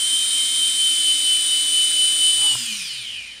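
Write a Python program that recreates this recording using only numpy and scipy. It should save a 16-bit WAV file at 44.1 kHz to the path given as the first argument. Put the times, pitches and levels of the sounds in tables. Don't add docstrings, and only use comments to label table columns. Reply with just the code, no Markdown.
import sys
import numpy as np
from scipy import signal
from scipy.io import wavfile

SR = 44100
rng = np.random.default_rng(int(sys.argv[2]) if len(sys.argv) > 2 else 0)


def convert_level_to_amplitude(level_db):
    exponent = np.asarray(level_db, float) / 20
    return 10 ** exponent


def to_wav(s):
    ch = np.atleast_2d(s).T
    pcm = np.round(np.clip(ch, -1, 1) * 32767)
    wavfile.write(sys.argv[1], SR, pcm.astype(np.int16))


N = 149940
T_S = np.arange(N) / SR


def rms_one(x):
    return x / np.sqrt(np.mean(x ** 2) + 1e-20)


def in_time(rows):
    s, *columns = np.transpose(rows)
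    return [np.interp(T_S, s, c) for c in columns]


def sine(hz):
    return np.sqrt(2) * np.sin(2 * np.pi * np.cumsum(hz) / SR)


def sigmoid(x):
    return 1 / (1 + np.exp(-x))


def drift(rate_hz):
    r = np.exp(-80 * np.pi * rate_hz / SR)
    kicks = rng.standard_normal(N // 40 + 2002)
    slow = rms_one(signal.lfilter([1], [1, -2 * r, r * r], kicks)[2000:])
    return np.interp(np.arange(N) / 40, np.arange(len(slow)), slow)


def resonate(x, hz, width_hz):
    r = np.exp(-np.pi * width_hz / SR)
    zeros = (1 - r * r) / 2 * np.array([1, 0, -1])
    return signal.lfilter(zeros, [1, -2 * r * np.cos(2 * np.pi * hz / SR), r * r], x)


def banded_noise(spectrum, follows):
    hz, db = np.transpose(spectrum)
    count = int(3 * np.log2(hz[-1] / hz[0])) + 1
    edges = np.geomspace(hz[0], min(hz[-1], 16500), count)
    white = rng.standard_normal((2, N + 4000))
    steady = changing = 0
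    for k, (lo, hi) in enumerate(zip(edges, edges[1:])):
        mid = np.sqrt(lo * hi)
        sos = signal.butter(2, [lo, hi], "band", fs=SR, output="sos")
        band = signal.sosfilt(sos, white[k % 2])[-N:]
        band = band * convert_level_to_amplitude(np.interp(np.log(mid), np.log(hz), db))
        steady = steady + band
        changing = changing + band * convert_level_to_amplitude(follows(mid))
    return changing / np.std(steady)


# f/Hz, density/dB per Hz
ROOM_SPECTRUM = [(30, -8), (50, -7), (70, -6), (130, -5.5), (250, -3), (320, -9.5), (700, -10),
                 (2000, -20.5)]


def room():
    hum = convert_level_to_amplitude(-63.5 + 1.5 * drift(6.9)) * sine(np.full(N, 49.2))
    return convert_level_to_amplitude(-58.5) * banded_noise(ROOM_SPECTRUM, lambda hz: 0) + hum


# t/s, speed/turns per s
SHAFT = [(0, 287.0), (2.36, 286.3), (2.45, 283), (2.55, 265), (2.67, 235.8), (2.79, 196), (2.9, 155),
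         (3.02, 122), (3.1, 104), (3.2, 86), (3.4, 56)]


def shaft_speed():
    full_hz = 286.5
    return in_time(SHAFT)[0] / full_hz


BELLS_HZ = [112, 222, 2440, 3025, 4900, 9040]
# width/Hz, tone lift/dB, hiss lift/dB
BELLS = [(25, 10, 0), (29.6, 20.5, 0), (109, 17.5, -1), (157, 18, 7.5), (506, 4, -6.5), (170, 12, 12)]


def lift_db(hz, high):
    radiates_above_hz, slope = 3080, 7.3
    power = 1
    for f, (width_hz, db, _) in zip(BELLS_HZ, BELLS):
        power = power + convert_level_to_amplitude(db) ** 2 / (1 + (2 * (hz - f) / width_hz) ** 2)
    return 10 * np.log10(power / (1 + high * (radiates_above_hz / hz) ** slope))


def gliding(hz, db, rest_hz):
    high = rest_hz > 1000
    coarse_hz = hz[::32]
    swell_db = lift_db(coarse_hz, high) - lift_db(rest_hz, high)
    swell_db = np.interp(np.arange(N), np.arange(len(coarse_hz)) * 32, swell_db)
    turns = np.cumsum(hz) / SR + rng.random()
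    return np.sqrt(2) * convert_level_to_amplitude(db + swell_db) * np.sin(2 * np.pi * turns)


# f/Hz, density/dB per Hz
HISS_SPECTRUM = [(500, -40), (1000, -13.5), (2700, -2), (3600, 0.5), (6600, -2.5), (8500, 0.5),
                 (11000, -15), (15600, -8.5)]


def hiss():
    at_bell, per_octave = 0.34, 0.79
    speed_db = 20 * np.log10(shaft_speed())

    def follows(hz):
        return speed_db * (at_bell + per_octave * abs(np.log2(hz / 2800)))

    noise = banded_noise(HISS_SPECTRUM, follows)
    out = noise
    for hz, (width_hz, _, db) in zip(BELLS_HZ[2:], BELLS[2:]):
        out = out + convert_level_to_amplitude(db) * resonate(resonate(noise, hz, width_hz), hz, 2 * width_hz)
    return convert_level_to_amplitude(-29.5) * out


# t/s, f/Hz, level/dB
PRESS = [
    (2.27, 120, -79),
    (2.32, 120, -59),
    (2.36, 94, -57),
    (2.41, 111, -49),
    (2.46, 126, -60),
    (2.54, 125, -48),
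    (2.65, 121, -60),
    (2.72, 122, -80),
]


def pressed_bench():
    pitch_hz, db = in_time(PRESS)
    return convert_level_to_amplitude(db) * sine(pitch_hz)


# t/s, rate/teeth per s, level/dB
RATCHET = [
    (2.38, 125, -55),
    (2.42, 135, -44),
    (2.445, 144, -41),
    (2.48, 133, -44.5),
    (2.515, 127, -46.5),
    (2.54, 110, -45),
]
# f/Hz, width/Hz, level/dB
HOUSING = [(428, 44, -13), (873, 75, -0.5), (1150, 130, -6.5), (1310, 180, -8)]


def ratchet():
    rate, db = in_time(RATCHET)
    clicks = np.diff(np.floor(np.cumsum(rate) / SR), prepend=0)
    teeth = clicks * convert_level_to_amplitude(2.0 * rng.standard_normal(N)) + 0.02 * rng.standard_normal(N)
    ticks = 0
    for k, (hz, width_hz, d) in enumerate(HOUSING):
        ticks = ticks + convert_level_to_amplitude(d) * resonate(teeth, hz, width_hz) * (-1) ** k
    moving = (db > db[0]) * (T_S < RATCHET[-1][0])
    return rms_one(ticks) * convert_level_to_amplitude(db) * moving


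# f/Hz, level/dB, t60/s
STOP = [(125, -12, .15), (380, -8.5, 0.023), (740, -4, 0.021), (1000, 0, 0.027), (1345, -4, 0.024)]


def stop_knock():
    knock_s, knock_db, rise_s = 2.551, -24.5, 0.0012
    after_s = np.maximum(T_S - knock_s, 0)
    out = 0
    for hz, db, t60_s in STOP:
        decay = convert_level_to_amplitude(knock_db + db - 60 * after_s / t60_s)
        out = out + decay * np.sin(2 * np.pi * hz * after_s)
    return out * (1 - np.exp(-after_s / rise_s))


TONES_HZ = [286.5, 274, 597.5, 619, 2132, 3316, 3343, 3441, 3473, 3728, 3957, 4016, 4167, 4362, 4540, 5057,
            5230, 5332, 5638, 5942, 6124, 6300, 6500, 6674, 7642, 7744, 8075, 8712, 12445, 13090]
# level/dB, change at drive cut/dB
TONES = [(-56, -3), (-61, 1), (-61, -20), (-67, -20), (-50, -15), (-47, -5), (-49, -5), (-39, -6),
         (-46, -5), (-36, -8), (-49, 0), (-42, 0), (-46, -5), (-52, -3), (-53, -3), (-46, -3), (-49, -3),
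         (-54, -3), (-48, 8), (-53, -8), (-47, -5), (-49, -5), (-54, -3), (-55, 0), (-51, -3), (-46, -8),
         (-47, 4), (-46, -2), (-63, -4), (-65, -4)]


def steady_motors():
    cut_s, cut_fade_s = 2.52, 0.036
    follows, flutter_db, jitter = 0.27, 2, 0.000289
    speed = shaft_speed()
    coasting = sigmoid((T_S - cut_s) / cut_fade_s)
    out = 0
    for hz, (db, cut_db) in zip(TONES_HZ, TONES):
        pitch_hz = hz * speed * (1 + jitter * drift(5.95))
        level_db = db + cut_db * coasting + follows * 20 * np.log10(speed) + flutter_db * drift(9.5)
        out = out + gliding(pitch_hz, level_db, hz)
    return out


# t/s, f/Hz
SONG_PITCH = [(0, 3090), (.2, 3106), (.6, 3108), (.84, 3072), (1.05, 3049), (1.26, 3039), (1.5, 3027),
              (1.9, 3021), (2.05, 3023), (2.1, 3032), (2.2, 3026), (2.4, 3026), (2.46, 3005), (2.52, 2955),
              (2.57, 2880), (2.7, 2480), (3.1, 1150), (3.4, 620)]
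# t/s, level/dB
SONG = [
    (0, -21.5),
    (.6, -21.5),
    (.84, -21),
    (1.5, -23.5),
    (2.4, -20.5),
    (2.47, -21),
    (2.52, -19.5),
    (2.57, -26.5),
    (2.7, -31.5),
    (3.4, -34),
]
PARTIALS_HZ = [3021, 2853, 3284, 3661, 4290, 4775, 7052, 7364, 7795, 7849, 8129, 8317, 8730, 8899, 9063,
               9399, 9738]
# level re song/dB, extra while wavering/dB
SONG_PARTIALS = [(2, -1), (-24, 2), (-22.5, 0), (-23, 5.5), (-21.5, -9), (-20, -22), (-18.5, 2.5),
                 (-27, -2), (-15.5, 2), (-27, 0), (-21, 0), (-15, -5), (-27, 12.5), (-11.5, -4), (-2.5, 1),
                 (-20, 0), (-25, 0)]


def singing_motor():
    settled_hz, jitter = 3021, 0.00054
    waver_hz, waver_share, waver_peak_s, waver_end_s, waver_fade_s = 10.1, 0.005, 0.38, 0.78, 0.047
    throb_hz, throb_peak_s, throb_low_db, throb_high_db = 4.264, 2.03, 2.5, 0.5
    (pitch_hz,), (song_db,) = in_time(SONG_PITCH), in_time(SONG)
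    unsettled = sigmoid((waver_end_s - T_S) / waver_fade_s)
    waver = waver_share * unsettled * np.cos(2 * np.pi * waver_hz * (T_S - waver_peak_s))
    ratio = pitch_hz / settled_hz * (1 + waver + jitter * drift(20.0))
    throb = np.cos(2 * np.pi * throb_hz * (T_S - throb_peak_s))
    out = 0
    for hz, (rel_db, early_db) in zip(PARTIALS_HZ, SONG_PARTIALS):
        throb_db = throb_low_db if hz < 6000 else throb_high_db
        level_db = song_db + rel_db + early_db * unsettled + throb_db * throb + 0.72 * drift(15.5)
        out = out + gliding(hz * ratio, level_db, hz)
    return out


def scene():
    mid = room() + hiss() + pressed_bench() + ratchet() + stop_knock() + steady_motors() + singing_motor()
    side = convert_level_to_amplitude(-33) * np.roll(mid, 40) * drift(35.0)
    side = side + convert_level_to_amplitude(-58) * resonate(rng.standard_normal(N), 45, 60)
    side = side + convert_level_to_amplitude(-58.5) * resonate(rng.standard_normal(N), 1700, 1000)
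    return np.array([mid + side, mid - side])


def top_cut(x):
    return signal.sosfilt(signal.butter(12, 15640, fs=SR, output="sos"), x)


def record(dry):
    low_pass = signal.cheby2(12, 60, 16270, fs=SR, output="sos")
    return top_cut(signal.sosfilt(low_pass, dry))


dry = scene()
out = record(dry)
to_wav(out)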